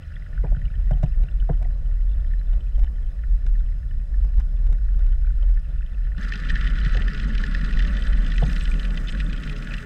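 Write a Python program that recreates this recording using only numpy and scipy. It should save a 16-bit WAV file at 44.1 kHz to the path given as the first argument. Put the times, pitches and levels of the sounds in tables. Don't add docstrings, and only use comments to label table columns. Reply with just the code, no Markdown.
import sys
import numpy as np
from scipy import signal
from scipy.fft import rfft, irfft, next_fast_len
from scipy.io import wavfile
from scipy.ndimage import uniform_filter1d

SR = 44100
rng = np.random.default_rng(int(sys.argv[2]) if len(sys.argv) > 2 else 0)


def generate_wav(sig):
    pcm = np.round(np.clip(np.atleast_2d(sig).T, -1, 1) * 32767).astype(np.int16)
    wavfile.write(sys.argv[1], SR, pcm)


N = 434385
MOTOR_ON_S = 6.155


def amp(db):
    return 10 ** (np.asarray(db) / 20)


def rms_one(x):
    return x / np.sqrt(np.mean(x ** 2) + 1e-20)


def in_time(rows):
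    s, *columns = np.transpose(rows)
    return [np.interp(np.arange(N) / SR, s, c) for c in columns]


def drift(rate_hz):
    r = np.exp(-80 * np.pi * rate_hz / SR)
    noise = rng.standard_normal(N // 40 + 2002)
    slow = signal.lfilter([1], [1, -2 * r, r * r], noise)[2000:]
    return np.interp(np.arange(N) / 40, np.arange(len(slow)), rms_one(slow))


def coloured(spectrum):
    size = next_fast_len(N)
    hz, db = np.transpose(spectrum)
    grid = np.log(np.maximum(np.arange(size // 2 + 1) * SR / size, 1))
    gain = amp(np.interp(grid, np.log(hz), db, left=-200, right=-200))
    return rms_one(irfft(rfft(rng.standard_normal(size)) * gain, size)[:N])


def resonance(x, hz, width_hz):
    r = np.exp(-np.pi * width_hz / SR)
    top = np.array([1, 0, -1]) * (1 - r * r) / 2
    return signal.lfilter(top, [1, -2 * r * np.cos(2 * np.pi * hz / SR), r * r], x + 1e-18)


def add(out, s, hz, db, t60, rise_s):
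    t, at = np.arange(int(t60 * SR)) / SR, int(s * SR)
    envelope = amp(db - 60 * t / t60) * (1 - np.exp(-t / rise_s)) ** 2
    ring = envelope * np.sin(2 * np.pi * hz * t)
    out[at:at + len(t)] += ring[:N - at]


def grains(per_s, spread_db):
    sizes = amp(spread_db * np.minimum(rng.exponential(1, N), 5)) * rng.choice([-1, 1], N)
    return rms_one(sizes * (rng.random(N) < per_s / SR))


def scattered(count, from_s, to_s, db, spread_db, low_hz, high_hz):
    when, size, pitch = rng.random((int(count), 3)).T
    times = from_s + (to_s - from_s) * when
    levels = db + spread_db * (2 * size - 1)
    return times, levels, low_hz * (high_hz / low_hz) ** (pitch ** 2)


def wall_gain(hz, db, tilt_db):
    return amp(db + tilt_db * max(np.log2(hz / 2000), 0))


# [f/Hz, width/Hz, level/dB]
WALLS = [(1145, 40, -9.5), (1295, 91, -3.5), (1460, 58, 3), (1700, 140, 0), (1790, 36, -1), (1880, 72, 5.5),
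         (1891.5, 143.6, 5.5), (2520, 230, -5.5), (2720, 180, -5), (3050, 202, -6), (3520, 160, -8.5),
         (3976, 204, -12.5), (4990, 580, -20.5), (5100, 69, -35.5), (5330, 420, -44), (6320, 240, -26),
         (6840, 680, -33.5), (8130, 440, -32), (9400, 900, -47), (13100, 900, -67)]


def walls(force, tilt_db=0, span=slice(None)):
    out = np.zeros(N)
    out[span] = sum((-1) ** k * wall_gain(hz, db, tilt_db) * resonance(force[span], hz, width)
                    for k, (hz, width, db) in enumerate(WALLS))
    return out


def resonant_grains(per_s, spread_db, tilt_db, soft_s):
    clicks, dealt = grains(per_s, spread_db), rng.integers(0, len(WALLS), N)
    white, r = rng.standard_normal(N), np.exp(-1 / (soft_s * SR))
    total = np.zeros(N)
    for k, (hz, width, db) in enumerate(WALLS):
        puffs = white * signal.lfilter([1], [1, -2 * r, r * r], clicks * (dealt == k) + 1e-18)
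        ring = resonance(resonance(puffs, hz, width), hz, 6.6 * width)
        total += wall_gain(hz, db, tilt_db) * ring
    return rms_one(total)


# [f/Hz, relative level/dB per Hz]
SELF_NOISE = [(530, -40), (900, -7.5), (1800, -9.5), (2230, -18.5), (5190, -10), (5850, -15),
              (10100, -18.5), (13600, -25.5), (14800, -33.5), (15200, -53.5)]
# [f/Hz, width/Hz, level/dB]
ELECTRONICS = [(3960, 230, -81.5), (5100, 250, -80), (6630, 93, -90.5), (7800, 120, -87.5),
               (9830, 200, -87), (10430, 22, -91), (11600, 250, -90), (15561, 11, -100), (15639, 14, -96)]
SELF_NOISE_DB = -72


def electronics():
    white = rng.standard_normal(N)
    tones = np.zeros(N)
    for hz, width, db in ELECTRONICS:
        tone = rms_one(resonance(resonance(white, hz, width), hz, width))
        tones += amp(db + 1.3 * drift(14)) * tone
    return amp(SELF_NOISE_DB) * coloured(SELF_NOISE) + tones


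# [t/s, wash level/dB, gurgle level/dB, fizz level/dB]
STREAM = [(0, -34, -56, -59), (0.3, -38, -56.5, -60), (0.6, -29.5, -54, -60.5), (1.0, -34, -55, -60.5),
          (1.9, -35, -54.5, -63.5), (2.4, -35.5, -55, -62), (3.0, -39.5, -55, -64), (3.6, -36.5, -57, -63),
          (3.9, -34, -57.5, -65), (4.2, -39, -54.5, -64), (4.55, -36.5, -56, -65), (4.9, -33, -52, -63),
          (5.2, -38.5, -56.5, -61), (5.65, -37.5, -56.5, -61.5), (6.1, -39, -57.5, -60.5),
          (6.85, -33.5, -51.5, -73), (6.99, -36, -45, -62), (7.12, -36.5, -54, -51), (7.5, -35, -55.5, -50),
          (8.0, -41, -46, -49), (8.5, -42, -53, -51.5), (9.1, -46.5, -50.5, -52.5),
          (9.85, -41.5, -50, -47.5)]
FIZZ_PER_S, FIZZ_SPREAD_DB, FIZZ_DB = 500, 3.0, -4


def water():
    hiss = rms_one(walls(rng.standard_normal(N), tilt_db=-8.5))
    fizz = resonant_grains(FIZZ_PER_S, FIZZ_SPREAD_DB, tilt_db=5.5, soft_s=0.001)
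    _, _, level_db = in_time(STREAM)
    return amp(level_db) * (amp(1.2 * drift(11.0)) * hiss + amp(FIZZ_DB) * fizz)


# [t/s, level/dB]
RUMBLE = [(0.0, -36.5), (0.22, -28.5), (0.27, -37), (0.41, -15), (0.44, -29), (0.52, -11.5), (0.55, -20.5),
          (0.69, -18.5), (0.71, -28), (0.79, -17), (1.15, -17), (1.23, -13), (1.29, -38), (1.34, -17),
          (1.81, -19), (1.86, -20), (2.06, -16.5), (2.47, -19), (2.55, -14.5), (2.71, -22), (2.8, -9.5),
          (2.94, -23.5), (3.07, -15), (3.1, -27.5), (3.35, -13.5), (3.4, -27.5), (3.46, -12.5),
          (3.79, -23.5), (3.98, -18), (4.06, -24), (4.2, -12), (4.31, -19.5), (4.39, -12), (4.5, -21.5),
          (4.72, -12), (4.77, -18), (5.1, -14), (5.27, -17), (5.57, -13.5), (5.62, -27), (5.79, -16),
          (5.9, -26), (5.93, -20.5), (6.17, -19.5), (6.36, -28), (6.5, -17.5), (7.1, -16.5), (7.13, -27),
          (7.3, -16), (7.52, -21.5), (7.87, -14), (7.95, -18.5), (8.15, -12.5), (8.26, -19), (8.45, -14.5),
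          (9.16, -24), (9.19, -19), (9.71, -30), (9.77, -23.5), (9.85, -42)]
# [f/Hz, relative level/dB per Hz]
WASH = [(35, -39), (60, -3), (67, -27), (70, -4), (92, -16), (151, -18), (200, -36.5), (260, -61),
        (340, -72), (570, -120)]
# [f/Hz, relative level/dB per Hz]
GURGLE = [(120, -12.5), (200, 8.5), (220, 0), (356, -7), (426, -8), (576, -3.5), (966, -20), (1200, -14.5),
          (1560, -51), (2640, -120)]
ROCK_HZ, ROCK_WIDTH_HZ = 37.6, 10.4
ROCK_EVEN = 0.88


def flow():
    (rumble_db,), (wash_db, gurgle_db, _) = in_time(RUMBLE), in_time(STREAM)
    shaken = resonance(rng.standard_normal(N), ROCK_HZ, ROCK_WIDTH_HZ)
    swing = rms_one(resonance(shaken, ROCK_HZ, 34.0))
    size = np.sqrt(uniform_filter1d(swing ** 2, size=SR // 25) + 0.073)
    even_swing = rms_one(swing / size ** np.clip(ROCK_EVEN, 0, 1))
    surge = rms_one(resonance(rng.standard_normal(N), 10.0, 42))
    rumble = amp(rumble_db) * rms_one(even_swing + amp(-7.5) * surge)
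    rumble = signal.sosfiltfilt(signal.butter(4, 60, fs=SR, output="sos"), rumble)
    wash = amp(wash_db + 0.63 * drift(29)) * coloured(WASH)
    gurgle = amp(gurgle_db + 2.0 * drift(8.5)) * coloured(GURGLE)
    return rumble + wash + gurgle


# [t/s, relative level/dB]
TICKS = [(0.91, -49.5), (1.03, -45.5), (1.037, -48), (1.046, -60), (1.069, -65), (1.209, -60), (1.236, -53),
         (1.626, -51), (2.531, -52.5), (2.779, -59), (2.792, -52), (2.834, -56), (2.842, -54),
         (3.464, -49.5), (4.2465, -54), (4.379, -53), (4.3995, -48.5), (4.406, -58), (4.414, -64),
         (4.6656, -55), (4.673, -60), (4.726, -49.5), (4.733, -64), (4.9905, -56), (5.065, -54.5),
         (5.4273, -55), (5.493, -58)]
TICK_DB = 18


def ticks():
    force = np.zeros(N)
    force[[int(s * SR) for s, db in TICKS]] = amp(np.array(TICKS)[:, 1] + TICK_DB)
    r = np.exp(-1 / (0.0016 * SR))
    puff_shape = signal.lfilter([np.e * (1 - r)], [1, -2 * r, r * r], force + 1e-18)
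    puff = puff_shape * rng.standard_normal(N)
    contact = puff + amp(14.0) * force
    body = amp(-2.0) * resonance(contact, 840, 370)
    body += amp(-13.0) * resonance(contact, 1100, 710)
    body += amp(-29.5) * resonance(contact, 2300, 1800)
    ringing = walls(puff, tilt_db=2.5, span=slice(int(MOTOR_ON_S * SR)))
    damped = signal.butter(2, 11000, fs=SR, output="sos")
    return signal.sosfilt(damped, amp(-3.5) * ringing + body)


# [t/s, relative level/dB, f/Hz]
PINGS = [(0.1017, -50, 1630), (0.1176, -37, 1620), (0.1645, -35.5, 1890), (0.2214, -40, 1980),
         (0.2623, -33.5, 1680), (0.3282, -37.5, 1790), (0.376, -35, 1500), (0.4459, -37.5, 1570),
         (0.5467, -37.5, 1520), (0.5661, -40, 1480), (0.594, -45, 1730), (0.6155, -38, 1910),
         (0.7008, -46, 1420), (0.7382, -39.5, 1790), (0.8924, -48, 1480), (0.9108, -38, 1600),
         (1.0306, -47, 1470), (1.0695, -59, 1300), (1.1363, -48, 1880), (1.2451, -49, 1480),
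         (1.2825, -39.5, 1580), (1.4227, -42.5, 1480), (1.495, -36, 1550), (1.5309, -45, 1530),
         (1.9106, -45.5, 1820), (2.1919, -43, 1650), (2.2443, -42, 1840), (2.3106, -42, 1800),
         (2.3346, -36, 1830), (2.4114, -40.5, 1730), (2.5311, -50, 1290), (2.7921, -51, 1290),
         (2.824, -47, 1790), (2.8724, -40, 1760), (2.9806, -47, 1790), (3.1892, -46, 1790),
         (3.2355, -31.5, 1700), (3.4017, -53, 1780), (3.4535, -51, 1310), (3.465, -42, 1570),
         (3.5518, -41.5, 1790), (3.6037, -46, 1480), (3.8287, -46, 1800), (3.9095, -41.5, 1780),
         (4.14, -40, 1780), (4.2482, -56, 1300), (4.3335, -45, 1740), (4.3999, -41, 1620),
         (4.4832, -53, 1460), (4.7262, -46, 1450), (4.7466, -46, 1890), (4.783, -45, 1590),
         (4.814, -57, 1450), (4.8823, -38, 1640), (4.9422, -50, 1480), (4.9901, -57, 1350),
         (5.0065, -45, 1460), (5.1297, -46, 1450), (5.22, -53, 1420), (5.245, -42, 1490),
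         (5.2704, -40, 1520), (5.3028, -43, 1480), (5.3882, -50, 1470), (5.5712, -37.5, 1790),
         (5.6496, -48, 1880), (5.7583, -48, 1480), (5.8062, -43, 1480), (5.8267, -41, 1850),
         (5.9269, -47, 1420), (5.9783, -43, 1760), (6.0172, -46, 1770), (6.0482, -40, 1750),
         (6.0681, -36, 1740), (6.118, -38, 1850), (6.1464, -43, 1430), (0.0267, -47, 2620),
         (0.1365, -50, 2730), (0.1569, -41.5, 3390), (0.2563, -63, 2970), (0.2803, -60, 2550),
         (0.4654, -45, 2350), (0.6528, -37.5, 2880), (0.6793, -43, 2300), (0.7138, -58, 2720),
         (0.7501, -49, 3000), (0.9716, -51, 2750), (1.1188, -45, 2600), (1.233, -49, 2310),
         (1.285, -42.5, 2750), (1.3128, -51, 3520), (1.3986, -36, 2990), (1.442, -55, 2950),
         (1.5303, -46, 3020), (1.6246, -47, 2280), (1.8581, -47, 2980), (2.0157, -50, 2930),
         (2.0925, -53, 3500), (2.132, -51, 3550), (2.158, -53, 3000), (2.2777, -55, 3650),
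         (2.3214, -54, 2480), (2.3521, -63, 3000), (2.392, -43, 4050), (2.4074, -59, 2350),
         (2.5496, -59, 2360), (2.605, -38, 3040), (2.6652, -44, 2540), (2.7202, -55, 2840),
         (2.7515, -45, 3160), (2.8319, -48, 2350), (2.8643, -44, 2950), (3.026, -53, 3300),
         (3.066, -50, 3180), (3.235, -58, 3030), (3.6595, -44, 3050), (3.9079, -47, 2940),
         (3.9987, -49, 2560), (4.571, -46, 2520), (4.6053, -52, 2470), (5.2479, -58, 2420),
         (5.2648, -46, 2350), (5.6435, -54, 2780), (5.7837, -49, 2700), (5.8186, -57, 2300),
         (5.8192, -44, 2620), (5.872, -49, 2570), (5.9323, -53, 3520), (5.9448, -45.5, 2660),
         (6.0316, -52, 2750)]
PING_RISE_S, PING_T60_S = 0.0013, 0.024
PING_DB, PING_SNAP_DB = 1, 18
FAINT_PINGS, FAINT_PING_DB, FAINT_PING_SPREAD_DB = 22, -58, 3
PING_LOW_HZ, PING_HIGH_HZ = 1420, 3520


def pings():
    out, force = np.zeros(N), np.zeros(N)
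    faint = scattered(FAINT_PINGS, 0, MOTOR_ON_S, FAINT_PING_DB, FAINT_PING_SPREAD_DB,
                      PING_LOW_HZ, PING_HIGH_HZ)
    for s, db, hz in list(PINGS) + list(zip(*faint)):
        add(out, s, hz, db + PING_DB, PING_T60_S, PING_RISE_S)
        add(force, s, hz, db + PING_SNAP_DB, t60=0.0039, rise_s=0.00043)
    return out + walls(force, tilt_db=3.0, span=slice(int((MOTOR_ON_S + .1) * SR)))


# [t/s, relative level/dB, thump over it/dB, f/Hz]
KNOCKS = [(0.439, -26.5, 6.5, 465), (0.444, -33.5, -3, 835), (0.449, -30.5, -11, 650),
          (0.52, -33.5, 8.5, 610), (0.563, -46, 25, 500), (0.909, -24, 8, 610), (0.931, -39, 3, 770),
          (0.944, -51, 25, 603), (0.97, -47, -1, 700), (0.993, -45, 10, 600), (1.031, -22.5, 12, 618),
          (1.211, -47, 5, 560), (1.234, -42.5, 12, 422), (1.492, -23.5, 6, 678), (1.497, -21, 7.5, 467),
          (1.614, -37, 3, 637), (1.624, -42.5, 0, 700), (1.654, -41.5, -2, 700), (2.532, -44, -13.5, 670),
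          (2.779, -39.5, -14, 593), (2.792, -45, -9, 684), (2.842, -51, -6, 810), (3.452, -45.5, 17.5, 407),
          (4.245, -47, 16, 407), (4.379, -44, 16, 400), (4.689, -39.5, 6, 480), (4.718, -42.5, 11.5, 436),
          (5.43, -43, 2, 580), (5.494, -46, -1, 593), (6.859, -43, 25.5, 403), (6.95, -30, 0, 534),
          (6.965, -33.5, 6, 423), (6.975, -39.5, 16, 433), (6.994, -47, -4, 410), (7.01, -35, -10, 453),
          (8.4222, -26, 7.5, 673), (8.4241, -24, -5, 470), (8.4285, -32, 15, 780), (8.516, -41, -2, 600)]
# [f/Hz, relative level/dB, t60/s]
THUMP = [(111.5, -2, 0.051), (136.9, -1.5, 0.055), (215, -31, 0.032)]
# [f/Hz, relative level/dB, t60/s]
KNOCK_RING = [(316.7, -15, 0.14), (409, -14.5, 0.078), (500, -15.5, 0.055), (720, -11.5, 0.11),
              (880, -18, 0.067), (1030, -24.5, 0.035), (1630, -29, 0.045), (2030, -22.5, 0.024)]
KNOCK_TONE_DB = 3
THUMP_DELAY_S, THUMP_RISE_S = 0.0034, 0.0096
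SCRAPE_S, SCRAPE_LOSS = 0.022, 0.36


def knocks():
    out, scrape = np.zeros(N), np.zeros(N)
    chance = rng.normal(0, 2.5, (len(KNOCKS), len(KNOCK_RING)))
    t = np.arange(SR // 5) / SR
    for (s, db, thump_db, hz), own_db in zip(KNOCKS, chance):
        add(out, s, hz, db + KNOCK_TONE_DB, t60=0.035, rise_s=0.0007)
        at = int(s * SR)
        fade_s = SCRAPE_S * amp(-SCRAPE_LOSS * max(thump_db, 0))
        scrape[at:at + SR // 5] += amp(db - 5.0) * np.exp(-t / fade_s)
        for (mode_hz, mode_db, t60), extra_db in zip(KNOCK_RING, own_db):
            add(out, s, mode_hz, db + mode_db + extra_db, t60, rise_s=0.0005)
        for mode_hz, mode_db, t60 in THUMP:
            add(out, s + THUMP_DELAY_S, mode_hz, db + thump_db + mode_db + 17.5, t60, THUMP_RISE_S)
    dull = signal.butter(4, [420, 950], "band", fs=SR, output="sos")
    return out + signal.sosfilt(dull, scrape * rng.standard_normal(N))


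# [t/s, level/dB]
LOAD = [(6.2, -31.5), (6.22, -44), (6.25, -37), (6.28, -43), (6.32, -41), (6.47, -36), (6.83, -36.5),
        (6.86, -42), (6.89, -39), (7.24, -33.5), (7.32, -32), (7.37, -40), (7.4, -33), (7.59, -35),
        (7.94, -34), (8.06, -40), (8.21, -32.5), (8.38, -38.5), (8.44, -30.5), (8.47, -32), (8.72, -39.5),
        (8.75, -28.5), (8.79, -37), (8.89, -35), (9.11, -35.5), (9.16, -29.5), (9.23, -39), (9.24, -33),
        (9.72, -36), (9.85, -39)]
# [f/Hz, relative level/dB per Hz]
DRONE = [(47, -41), (80, -7.5), (161, 6), (250, -4), (359, -19.5), (401, -26), (570, -18.5), (643, -33),
         (725, -33), (800, -64), (874, -22.5), (954, -111), (1100, -19.5), (1430, -44), (2420, -120)]


def drone():
    (level_db,) = in_time(LOAD)
    return amp(level_db + 0.57 * drift(48.0)) * coloured(DRONE)


# [f/Hz, width/Hz, level over the shared whine level/dB]
WHINE = [(419, 8.8, 6.5), (863, 12, -7)]
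# [t/s, peak of the added swell/dB]
SWELLS = [(6.35, -70), (6.93, -76), (7.28, -66), (7.44, -64), (8.1, -81), (8.435, -67), (8.69, -55),
          (8.93, -64), (9.45, -58.5)]
WHINE_DB, SWELL_S, WHINE_FLICKER_DB = -66.5, 0.027, 4


def whine(t):
    level = amp(WHINE_DB) + sum(amp(db) / (1 + ((t - s) / SWELL_S) ** 2) ** 2 for s, db in SWELLS)
    tones = np.zeros(N)
    for hz, width, db in WHINE:
        flicker = amp(db + WHINE_FLICKER_DB * drift(6.0))
        tones += flicker * rms_one(resonance(rng.standard_normal(N), hz, width))
    return level * tones


TURNS_PER_S, FIRST_TURN_S = 17.02, 6.7
CHATTER_PER_S, CHATTER_SPREAD_DB = 1200, 3.8
TURN_SWELL_DB, RUB_FLICKER_DB, STEADY_RUB_DB = 1.5, 2.3, -5


def wall_hiss(t):
    turn = np.cos(2 * np.pi * TURNS_PER_S * (t - FIRST_TURN_S))
    rub = rng.standard_normal(N) * amp(TURN_SWELL_DB * turn + RUB_FLICKER_DB * drift(35))
    chatter_rate = CHATTER_PER_S * amp(5.1 * turn + 4.0 * drift(13.0))
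    chatter = resonant_grains(chatter_rate, CHATTER_SPREAD_DB, tilt_db=8.5, soft_s=0.00049)
    contacts = grains(400 * amp(6.5 * turn + 2.8 * drift(39)), CHATTER_SPREAD_DB)
    snaps = contacts + amp(STEADY_RUB_DB) * rub
    dull_hiss = rms_one(walls(rub, tilt_db=-44.0))
    return dull_hiss + amp(-11.0) * chatter + amp(-12.5) * rms_one(walls(snaps, tilt_db=6.5))


# [t/s, relative level/dB, f/Hz, crack over it/dB]
RATTLE = [(6.1806, -34, 1790, -9), (6.207, -28, 1700, -27), (6.2403, -38, 1730, -18),
          (6.2507, -28, 1740, -17), (6.322, -16.5, 1790, -16), (6.356, -27.5, 1760, -9),
          (6.4358, -26, 1790, -16), (6.489, -29, 1770, -8), (6.4972, -19.5, 1850, -9),
          (6.5026, -15, 1800, -16.5), (6.5418, -26, 1800, -20), (6.5565, -20, 1770, -9.5),
          (6.565, -18, 1790, -25), (6.6443, -32, 1900, -5), (6.6584, -27, 1870, -14),
          (6.6689, -21, 1880, -15), (6.6742, -26, 1900, -6), (6.787, -31, 1800, -3),
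          (6.8493, -23.5, 1880, -7.5), (6.8613, -26, 1840, -10), (6.9116, -32, 1820, -12),
          (6.9466, -26.5, 1770, -7.5), (6.9706, -25, 1800, -4), (7.0199, -28, 1880, -5.5),
          (7.0813, -18.5, 1800, -14.5), (7.1347, -37, 1740, -15), (7.1472, -30, 1750, -2.5),
          (7.199, -25.5, 1790, -7), (7.2459, -28, 1710, -15), (7.3033, -26, 1760, -28),
          (7.3513, -23.5, 1700, -11), (7.3802, -28, 3060, -3), (7.438, -15.5, 1760, -15.5),
          (7.5482, -15.5, 1790, -16), (7.6116, -23.5, 1810, -13), (7.648, -26.5, 1700, -11.5),
          (7.7094, -25.5, 1870, -17), (7.7272, -29, 1700, -8), (7.7717, -25, 1880, -12),
          (7.7922, -24, 1780, -6), (7.8032, -20.5, 1900, -21), (7.824, -34, 1700, -1),
          (7.8494, -24, 1790, -12), (7.949, -33, 1990, -5), (7.969, -31, 1900, -1), (8.0222, -29, 3100, -7),
          (8.0691, -34, 1880, 1.5), (8.1305, -25.5, 1890, -10.5), (8.2646, -35, 1700, 1.5),
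          (8.3015, -31, 1880, -6), (8.319, -23.5, 1880, -7.5), (8.3579, -30, 2440, -25),
          (8.3806, -21.5, 1930, -8), (8.4975, -30, 2460, -4.5), (8.5629, -26.5, 1940, -4.5),
          (8.6207, -39, 1890, -7), (8.6547, -30, 1660, -3), (8.6759, -27, 1920, -8),
          (8.7155, -24, 2430, -17), (8.74, -34.5, 1880, 0), (8.7963, -31.5, 2520, -1),
          (8.8308, -32.5, 3960, -5), (8.844, -33, 1920, -12), (8.8517, -35.5, 1880, 4),
          (8.9057, -35, 1750, -2.5), (8.974, -31.5, 1950, 3), (9.0839, -31, 1980, 1),
          (9.1494, -23.5, 1660, -14.5), (9.202, -21, 1920, -6.5), (9.3298, -31.5, 1630, 0.5),
          (9.4355, -29, 1980, -3.5), (9.4964, -29.5, 2550, -3), (9.6723, -27.5, 1660, -8),
          (9.709, -30, 2570, -18), (9.719, -27, 2500, -18), (9.7384, -25.5, 1720, -1),
          (6.1677, -44, 2660, -11), (6.3365, -24, 2600, -9), (6.4501, -40, 2600, 2.5),
          (6.4675, -39, 2760, -12), (6.5967, -38, 2650, -6), (6.6117, -34, 2700, 3),
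          (6.7025, -36, 3000, -15), (6.7291, -50, 2740, -14), (6.7549, -37, 2530, -2),
          (6.8137, -32, 3000, -15), (6.8951, -39, 2610, -8), (7.1141, -48, 3100, -15),
          (7.1769, -36, 2380, 0), (7.3226, -48, 3020, -15), (7.4977, -47, 2410, -10),
          (7.5201, -45, 3000, -12), (7.7361, -31, 2500, -9), (7.8783, -38, 2570, -2),
          (8.0025, -42, 3080, -13), (8.1717, -42, 2700, -2), (8.237, -43, 3030, -11),
          (8.2465, -38, 3120, -3), (8.4181, -35, 3000, -4), (8.4351, -34, 3390, -4), (8.466, -34, 2460, -6),
          (8.5318, -33, 2630, -7), (8.6002, -42, 2640, -11), (8.6087, -33, 2520, 0),
          (8.7768, -43, 2540, -14), (8.955, -39, 3600, -14), (9.0731, -30, 3520, -10),
          (9.0944, -30, 3060, -1), (9.1245, -36, 2460, -3), (9.1883, -42, 2500, -6),
          (9.2114, -34, 2600, -6), (9.2637, -35.5, 3550, -10), (9.2976, -35, 2480, -6),
          (9.362, -44, 3410, -15), (9.3771, -33, 3240, -8), (9.4757, -35.5, 2530, 0),
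          (9.5276, -40, 4040, 2), (9.5635, -35.5, 2490, 0), (9.625, -35, 2500, -1), (9.6443, -42, 2530, -6),
          (9.7815, -34, 2680, -3)]
RATTLE_RING_DB, RATTLE_T60_S, RATTLE_RISE_S = 3.5, .017, .0008
CRACK_LEAD_S = .002
EXTRA_HITS, EXTRA_DB, EXTRA_SPREAD_DB, EXTRA_CRACK_DB = 31, -45, 1.5, 1
EXTRA_LOW_HZ, EXTRA_HIGH_HZ = 1480, 1980
EXTRA_PULL = 0.34


def rattle(lift_db):
    out, force = np.zeros(N), np.zeros(N)
    when, size_db, pitch = scattered(EXTRA_HITS, MOTOR_ON_S, N / SR - .05, EXTRA_DB, EXTRA_SPREAD_DB,
                                     EXTRA_LOW_HZ, EXTRA_HIGH_HZ)
    turns = (when - FIRST_TURN_S) * TURNS_PER_S
    when = when - EXTRA_PULL * (turns - np.round(turns)) / TURNS_PER_S
    extra = [(*row, EXTRA_CRACK_DB) for row in zip(when, size_db, pitch)]
    for s, db, hz, crack_db in list(RATTLE) + extra:
        add(out, s, hz, db + RATTLE_RING_DB, RATTLE_T60_S, RATTLE_RISE_S)
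        force[int((s - CRACK_LEAD_S) * SR)] = amp(db + crack_db + 25.0)
    fade, rise = np.exp(-1 / (np.array([0.0016, 0.0015]) * SR))
    shape = signal.lfilter([1 - rise], np.convolve([1, -fade], [1, -rise]), force + 1e-18)
    contact = shape * rng.standard_normal(N)
    tail = np.exp(-1 / (0.0046 * SR))
    buzz = signal.filtfilt([1 - tail], [1, -tail], np.abs(contact)) * rng.standard_normal(N)
    contact = contact + amp(5.0) * buzz
    crack = signal.sosfilt(signal.butter(4, 2200, "high", fs=SR, output="sos"), contact)
    crack = walls(crack, tilt_db=-1.5, span=slice(int(MOTOR_ON_S * SR), None))
    return out + crack + (amp(lift_db) - 1) * resonance(crack, 5570, 1200)


# [t/s, base level of wall hiss/dB, lift near 5 kHz/dB, treble lift/dB]
MOTOR = [(6.1, -44, 7, 7), (6.25, -42, 8, 4), (6.5, -42, 2.5, 0.5), (7.0, -41, 5.5, -1),
         (7.35, -45.5, 8.5, 5), (7.65, -42.5, 9, 4), (8.16, -44.5, 4, 4.5), (8.46, -43.5, 7.5, 10.5),
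         (8.7, -44.5, 3.5, 12), (9.0, -46.5, -3, 10.5), (9.39, -47, 4, 10.5), (9.85, -45.5, 1, 9.5)]
SPIN_UP_S = .04


def motor():
    hiss_db, lift_db, bright_db = in_time(MOTOR)
    t = np.arange(N) / SR
    running = np.clip((t - MOTOR_ON_S) / SPIN_UP_S, 0, 1) ** 2
    hiss = wall_hiss(t)
    treble = signal.sosfilt(signal.butter(2, 5500, "high", fs=SR, output="sos"), hiss)
    lifted = (amp(lift_db) - 1) * resonance(hiss, 4500, 1000)
    bright_hiss = hiss + (amp(bright_db) - 1) * treble + lifted
    out = running * (drone() + whine(t) + amp(hiss_db) * bright_hiss)
    add(out, MOTOR_ON_S + 0.0262, 192.0, -27.0, t60=0.15, rise_s=0.0015)
    return out + rattle(lift_db)


def scene():
    return (electronics() + water() + flow() + ticks() + pings() + knocks() + motor())[None]


CUTOFF_HZ = 15700


def record(dry):
    return signal.sosfilt(signal.ellip(12, .5, 70, CUTOFF_HZ, fs=SR, output="sos"), dry)


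dry = scene()
out = record(dry)
generate_wav(out)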